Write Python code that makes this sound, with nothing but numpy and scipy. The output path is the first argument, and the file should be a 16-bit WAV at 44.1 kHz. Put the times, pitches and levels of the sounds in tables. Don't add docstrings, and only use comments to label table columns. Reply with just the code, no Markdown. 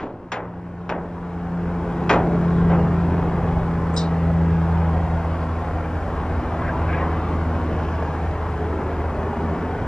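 import sys
import numpy as np
from scipy import signal
from scipy.fft import rfft, irfft, next_fast_len
from scipy.io import wavfile
from scipy.ndimage import uniform_filter1d

SR = 44100
rng = np.random.default_rng(int(sys.argv[2]) if len(sys.argv) > 2 else 0)


def generate_wav(sig):
    pcm = np.round(np.clip(np.atleast_2d(sig).T, -1, 1) * 32767).astype(np.int16)
    wavfile.write(sys.argv[1], SR, pcm)


N = 435266

# frequency_hz, density_db
ROAR_SPECTRUM = [(260, -35), (450, -5), (484, -3), (627, -3.5), (675, -2.5), (832, -2.5), (1130, -7),
                 (1230, -9.5), (1520, -12), (2490, -24.5), (2740, -27), (4220, -37), (5330, -40.5),
                 (6250, -52), (8500, -53.5), (11000, -72.5), (18700, -120)]
RUMBLE_SPECTRUM = [(10, -52), (20, -37.5), (30, -18), (45, 11.5), (70, 13), (110, 7), (140, 6.5),
                   (190, 0.5), (300, -44.5), (1000, -120)]
BOOM_SPECTRUM = [(40, -85.5), (120, -5), (190, 2), (250, 1), (310, 2.5), (400, -1), (450, 0.5),
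                 (520, -10.5), (800, -56), (2000, -120)]
HISS_SPECTRUM = [(1500, -38.5), (4000, -7.5), (6000, 2.5), (8000, -2.5), (10000, -6), (12000, -9),
                 (14000, -15.5), (15200, -16), (16500, -62)]
ROAR_DB, RUMBLE_DB, BOOM_DB, HISS_DB = -32, -30.5, -33, -63
# middle_s, half_width_s, roar_db, rumble_db, boom_db
YARD_SWELLS = [(2.201, 0.2, 0, 3.5, 4), (2.95, 0.33, 1, 5.5, 3), (3.62, 0.15, 0.5, 7.5, -0.5),
               (4.75, 0.15, 1, 0.5, -3), (5.2, .4, 1, -0.5, -1), (6.9, 0.62, 2.5, 1, 0.5),
               (7.3, 0.35, 0, -1.5, 1.5), (8, 0.42, 0.5, -0.5, 2.5), (9.6, 0.18, 1, -2, 6)]
FIRING_THROB = 0.4

# start_s, length_s, level_db, pitch_hz
DRONE_EVENTS = [(1.5, 1.6, -38, 69.5), (1.6, 2.1, -33, 139), (1.7, 1.6, -37, 209), (1.6, 2.6, -41, 382),
                (5.9, 1.4, -43, 379), (8.4, 1.47, -41, 377), (5.5, 4.3, -41, 99), (8.9, .97, -39, 224),
                (8.8, 1.07, -42, 237), (9, .87, -38, 403), (0, 1, -32, 113), (5.7, .5, -40, 303)]
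# start_s, length_s, level_db (before the swell), pitch_hz, width_hz
RATTLE_EVENTS = [(2.43, .3, -57, 3550, 800), (6.6, .08, -35, 1600, 120), (6.67, .05, -34, 1600, 130),
                 (6.65, .07, -43, 2150, 300), (6.69, .1, -32, 950, 150), (6.82, .06, -31, 1030, 120),
                 (6.85, .38, -33.5, 1020, 140), (6.87, .055, -32, 1600, 180), (6.92, .045, -33, 1600, 180),
                 (6.875, .05, -39, 2250, 300), (6.905, .07, -38, 2200, 1000), (6.96, .06, -42, 2250, 350),
                 (6.96, .11, -39, 1800, 350), (7.08, .09, -41, 1620, 300), (6.8, .3, -39, 1800, 1400),
                 (6.58, .16, -41, 1800, 900), (7.2, 1.3, -54, 2800, 800), (7.3, 1.2, -62, 5000, 2500),
                 (3.928, .03, -52, 7400, 1800), (3.935, .045, -47, 7750, 500)]

# start_s, level_db, tilt_db_per_octave
CLINK_EVENTS = [(3.963, -33.5, 17), (3.967, -34.5, -6), (3.974, -29, 3), (3.981, -45, 16), (3.995, -45, 11),
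                (4.008, -47, 0), (4.021, -50, -2)]
# frequency_hz, relative_level_db, t60_s
STEEL_MODES = [(3747, -3, .17), (3895, -6, .15), (4745, -10, .12), (4970, -5, .11), (5163, -2, .11),
               (5320, -5, .11), (5680, -10, .12), (7110, -20, .12), (7450, -13, .15), (7800, -17, .12),
               (8400, -24, .12)]
# frequency_hz, density_db
GRIT_SPECTRUM = [(1880, -49), (3200, -18), (3380, -23), (3470, -19), (3790, -4), (4340, -10), (5330, -13),
                 (6720, -18), (8520, -20), (8990, -39), (9500, -81), (12400, -111), (20900, -120)]
GRIT_DB = -3
FLUTTER_DB = 2.2

# start_s, level_db, tilt_db_per_octave, crack_db and ring_db (over the clatter),
# rise_s (time constant), treble_t60_s
BLOW_EVENTS = [(0, -9.5, -5.5, -10.5, -12, 0.004, 0.33), (.3184, -10.5, 0, -4, -8, 0.003, 0.14),
               (.8932, -13.5, -3, -4, -9, 0.0033, 0.1), (2.0942, -14.5, -2, -5.5, -1.5, 0.0048, 0.2),
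               (2.69, -17.5, -4, -35, -15, 0.025, 0.1), (3.2, -23.5, -9, -35, -12, 0.03, .17)]
# frequency_hz, relative_level_db, t60_s
SHEET_MODES = [(305, -4, .55), (416, -2, .35), (510, -10, .3), (655, -3, .2), (820, -6, .25),
               (990, -8, .25), (1200, -7, .15), (1430, -2, .1), (1570, -7, .15), (2410, -4, .14),
               (2495, -3, .14), (3190, -12, .1), (3285, -11, .1), (3480, -14, .11), (4230, -24, .1),
               (5330, -22, .12), (5470, -19, .13), (5630, -12, .08), (7150, -24, .12)]
# frequency_hz, density_db
CLATTER_SPECTRUM = [(50, -62), (120, -11), (250, -9.5), (600, -4), (900, -4.5), (1250, -10), (1600, -9),
                    (2400, -14), (3300, -18.5), (4200, -21.5), (5600, -31.5), (7200, -25), (8500, -76.5),
                    (12000, -120)]
CRACK_SPECTRUM = [(200, -50), (400, -12), (850, 0), (1300, -7), (1850, -1), (2150, -7), (2450, -2),
                  (2900, -12), (3500, -12), (4000, -26), (4400, -21), (4900, -26), (5550, -12), (6200, -25),
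                  (7800, -29), (9000, -50), (12000, -110)]
# frequency_hz, t60_s
CLATTER_DECAY = [(200, 1), (500, 0.83), (1000, 0.6), (2000, 0.34)]
TREBLE_HZ = 4000
BASS_HZ, BASS_RISE_S = 950, 0.02
BOUNCE_DB = 1.5

# closest_s, firing_hz (at closest), speed_m_per_s, distance_m
NEAR_PASS = (2.5, 85.2, 35, 255)
FAR_PASS = (8.3, 85.1, 35, 300)
# time_s, then level_db from order 1 up
NEAR_ORDERS = [(0, -56, -34, -34, -31, -48, -45), (0.6, -33, -22.5, -35.5, -38.0, -42, -71.0),
               (1.2, -30.5, -26, -39.5, -41.5, -34.5, -56), (1.6, -31, -20.5, -33.5, -37.5, -37.5, -51),
               (2, -40.5, -26.5, -37.5, -33.5, -38, -43), (2.7, -26, -16, -36.5, -36.5, -34.5, -46.0),
               (3.05, -25.5, -22.5, -41.0, -40.5, -39.5, -45), (3.5, -30.5, -24, -37.5, -44, -45, -52),
               (3.9, -29.5, -25, -37.5, -53, -41.0, -47.0), (4.4, -22.5, -19.5, -35.5, -43.5, -48.5, -49),
               (4.8, -21, -22.5, -40.5, -41.5, -54.0, -50.0), (5.5, -26, -32.5, -37, -44, -47.0, -47),
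               (6, -29, -38, -39.5, -63.0, -51.0, -48.0), (6.4, -30, -36, -34, -43.0, -64.0, -60.0),
               (6.9, -24.5, -30.5, -38.5, -37, -42.0, -47), (7.6, -24.5, -33.5, -35.5, -45, -65.0, -58.0),
               (8.3, -28, -35.5, -52, -43, -65.0, -60.0), (9, -26.5, -39, -48, -50, -62.0, -50.0),
               (9.5, -34, -39, -48.0, -47, -50.0, -54), (9.87, -47, -47, -50.0, -56.0, -49.0, -51)]
FAR_ORDERS = [(6, -52, -50, -48.0, -51.0, -47.0), (6.8, -39, -48, -39, -62.0, -53.0),
              (7.5, -55, -51, -40.5, -59.0, -66), (8.3, -47, -60, -44.0, -46, -40),
              (8.6, -42, -59, -42.0, -46, -33), (9, -41, -56, -49, -51, -41),
              (9.5, -29.5, -32.5, -35.5, -46.0, -40), (9.87, -35, -42, -39, -57.0, -37)]
FADING_DB, FADING_S = 0.7, 0.2
SOUND_M_PER_S = 343

# frequency_hz, likeness (0 to 1)
PORT_LIKENESS = [(60, .999995), (100, .99995), (170, .9989), (300, .996), (700, .997), (1400, .99),
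                 (3100, .92), (5500, .84), (9000, .85)]
# frequency_hz, lead_rad
LEFT_LEAD = [(100, 0), (500, 0), (1200, 0.05), (2500, 0.44), (3700, 1.27), (4300, 1.36), (5400, .5),
             (6800, 2.4), (8500, 3.5), (12000, 2.5)]
# frequency_hz, difference_db
LEFT_LEAN = [(100, 0), (380, 0.12), (700, 0.1), (1300, 1.04), (2400, 1.9), (4400, 2), (8000, -0.5),
             (15000, .2)]
EDGE_HZ = 15150
RISE_DB_PER_S, FULL_S = 8.5, 2.107


def amp(db):
    return 10 ** (np.asarray(db) / 20)


def evened(x):
    return x / np.sqrt(np.mean(x ** 2) + 1e-20)


def smoothed(x, size):
    return uniform_filter1d(uniform_filter1d(x, size), size)


def read(points, hz):
    frequency, value = np.transpose(points)
    return np.interp(np.log(hz + 1), np.log(frequency + 1), value)


def columns(table, t):
    s, *rest = np.transpose(table)
    return [np.interp(t, s, column) for column in rest]


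def add(mix, start_s, sound):
    part = mix[:, round(max(start_s, 0) * SR):][:, :sound.shape[1]]
    part += sound[:, :part.shape[1]]


def drift(span_s):
    size = max(int(span_s * SR / 64), 1)
    steps = smoothed(rng.standard_normal(N // 64 + 2), size)
    return np.interp(np.arange(N) / 64, np.arange(len(steps)), evened(steps))


def noise(spectrum, patchy_db, size=1024):
    frames, hz = 4 * N // size + 5, np.fft.rfftfreq(size, 1 / SR)
    used = hz[hz < spectrum[-1][0]]
    real, imaginary = rng.standard_normal((frames, len(used), 2, 2)).T
    patches = rng.standard_normal((frames, len(used))).T
    patches = uniform_filter1d(patches, size=16, axis=1)
    patches = evened(uniform_filter1d(patches, size=3, axis=0))
    colour_db = read(spectrum, used)[:, None] + patchy_db * np.clip(patches, -3, 2)
    bins = np.zeros((2, len(hz), frames), complex)
    bins[:, :len(used)] = (real + 1j * imaginary) * amp(colour_db)
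    sound = signal.istft(bins, nperseg=size, noverlap=3 * size // 4)[1]
    return evened(sound[:, :N])


def puff(count, spectrum, tilt_db, centre_hz, t60):
    hz, s, bins = signal.stft(rng.standard_normal((2, count)), SR, nperseg=256, noverlap=192)
    colour_db = read(spectrum, hz) + tilt_db * np.log2(hz / centre_hz + 0.037)
    bins *= amp(colour_db[:, None] - 60 * s / t60(hz)[:, None])
    sound = signal.istft(bins, SR, nperseg=256, noverlap=192)[1][:, :count]
    return sound / sound[:, :SR // 100].std()


def ringing(modes, t, tilt_db, centre_hz, spread_db):
    hz, db, t60 = np.transpose(modes)[:, :, None]
    luck = rng.standard_normal((len(modes), 1))
    phase = rng.random((2, len(modes), 1))
    flutter = evened(smoothed(rng.standard_normal((len(modes), len(t))), 120))
    level_db = db + tilt_db * np.log2(hz / centre_hz) + spread_db * luck
    level_db = level_db - 60 * t / t60 + FLUTTER_DB * flutter
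    return (amp(level_db) * np.sin(2 * np.pi * (hz * t + phase))).sum(axis=1)


def yard(turns):
    t = np.arange(N) / SR
    swells = [np.outer(db, np.exp(-((t - s) / half_s) ** 2)) for s, half_s, *db in YARD_SWELLS]
    roar_db, rumble_db, boom_db = sum(swells)
    knocks = rng.random(int(turns[-1]) + 1)[turns.astype(int)]
    throb = 1 + FIRING_THROB * knocks * np.sin(np.pi * (turns % 1) ** 0.6) ** 2
    roar_level = amp(ROAR_DB + roar_db + 0.17 * drift(0.0049))
    rumble_level = amp(RUMBLE_DB + rumble_db + 1.2 * drift(0.17))
    boom_level = amp(BOOM_DB + boom_db + 2.0 * drift(0.29))
    roar = roar_level * throb * noise(ROAR_SPECTRUM, patchy_db=2.0, size=2048)
    rumble = rumble_level * noise(RUMBLE_SPECTRUM, patchy_db=-0.2, size=2048)
    boom = boom_level * noise(BOOM_SPECTRUM, patchy_db=1.5, size=2048)
    return roar + rumble + boom


def drone(length_s, level_db, pitch_hz):
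    t = np.arange(int(length_s * SR)) / SR
    phase = 0.12 * drift(0.15)[:len(t)] + rng.random((2, 1))
    wavering_db = level_db + 3 + 2 * drift(0.12)[:len(t)]
    swell = np.sin(np.pi * t / length_s) * amp(wavering_db)
    return np.sqrt(2) * swell * np.cos(2 * np.pi * (pitch_hz * t + phase))


def rattle(length_s, level_db, pitch_hz, width_hz):
    count = int(length_s * SR)
    edges = [pitch_hz - width_hz / 2, pitch_hz + width_hz / 2]
    band = signal.butter(3, edges, "bandpass", fs=SR, output="sos")
    lumps = amp(2.0 * evened(uniform_filter1d(rng.standard_normal(count), size=400)))
    sound = evened(signal.sosfilt(band, rng.standard_normal((2, count)) * lumps))
    return amp(level_db) * sound * np.hanning(count)


def clink(level_db, tilt_db):
    t = np.arange(SR // 4) / SR
    ring = ringing(STEEL_MODES, t, tilt_db, 5000, spread_db=2)
    grit = puff(len(t), GRIT_SPECTRUM, tilt_db, 5000, lambda hz: 0.26 * (5000 / (hz + 1000)))
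    body = amp(GRIT_DB) * grit + ring / ring[:, :SR // 100].std()
    onset = 1 - np.exp(-(t / 0.001) ** 2)
    return amp(level_db) * body * onset


def blow(level_db, tilt_db, crack_db, ring_db, rise_s, treble_t60):
    t = np.arange(SR // 2) / SR
    decay = CLATTER_DECAY + [(TREBLE_HZ, treble_t60)]
    clatter = puff(len(t), CLATTER_SPECTRUM, tilt_db, 1000, lambda hz: read(decay, hz))
    snap = 6 * np.sin(2 * np.pi * 1200 * t) * np.exp(-t / 0.0008)
    contact = puff(len(t), CRACK_SPECTRUM, tilt_db, 1000, lambda hz: 0.06 + 0 * hz)
    crack = (contact - snap) * (1 - np.exp(-(t / 0.00015) ** 2))
    ring = ringing(SHEET_MODES, t, tilt_db, 1000, spread_db=-0.5)
    body = clatter + amp(ring_db) * ring / ring[:, :SR // 50].std()
    body = body * (1 - np.exp(-t / max(rise_s, 1e-4)))
    bass = signal.sosfilt(signal.butter(2, BASS_HZ, fs=SR, output="sos"), body)
    late_bass = body - bass * np.exp(-t / BASS_RISE_S)
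    chatter = amp(BOUNCE_DB * evened(smoothed(rng.standard_normal(len(t)), 150)))
    return amp(level_db) * (late_bass * chatter + amp(crack_db) * crack)


def engine(closest_s, firing_hz, speed, distance, order_table):
    t = np.arange(N) / SR
    along = speed * (t - closest_s)
    receding = speed * along / np.hypot(along, distance)
    turns = np.cumsum(firing_hz * (1 - receding / SOUND_M_PER_S)) / SR
    hum = np.zeros(N)
    for order, level_db in enumerate(columns(order_table, t), 1):
        path = rng.random() + 0.008 * order * drift(0.12)
        fading_db = (order > 2) * FADING_DB * drift(FADING_S) + 0.5 * drift(0.05)
        hum += np.sqrt(2) * amp(level_db + fading_db) * np.cos(2 * np.pi * (order * turns + path))
    fade_in = np.clip((t - order_table[0][0]) / 0.28 + 1, 0, 1)
    return hum * fade_in * np.array([[1], [-1]]), turns


def scene():
    near_engine, turns = engine(*NEAR_PASS, NEAR_ORDERS)
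    far_engine, _ = engine(*FAR_PASS, FAR_ORDERS)
    field = yard(turns) + far_engine + near_engine
    sources = [(DRONE_EVENTS, drone), (RATTLE_EVENTS, rattle), (CLINK_EVENTS, clink), (BLOW_EVENTS, blow)]
    for events, source in sources:
        for start_s, *settings in events:
            add(field, start_s, source(*settings))
    return field


def record(dry):
    size = next_fast_len(N + 4096)
    hz = np.fft.rfftfreq(size, 1 / SR)
    left, around = rfft(dry, size)
    likeness = np.clip(read(PORT_LIKENESS, hz), 0, 1)
    lean = amp(read(LEFT_LEAN, hz) / 2)
    shared = likeness * left * np.exp(-1j * read(LEFT_LEAD, hz))
    right = shared + np.sqrt(1 - likeness ** 2) * around
    ports = irfft(np.array([left * lean, right / lean]), size)[:, :N]
    hissing = ports + amp(HISS_DB) * noise(HISS_SPECTRUM, patchy_db=1.5)
    rise_db = RISE_DB_PER_S * np.minimum(np.arange(N) / SR - FULL_S, 0)
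    band_limit = signal.firwin(511, EDGE_HZ, window=("kaiser", 9), fs=SR)
    return signal.oaconvolve(hissing * amp(rise_db), band_limit[None], "same")


dry = scene()
out = record(dry)
generate_wav(out)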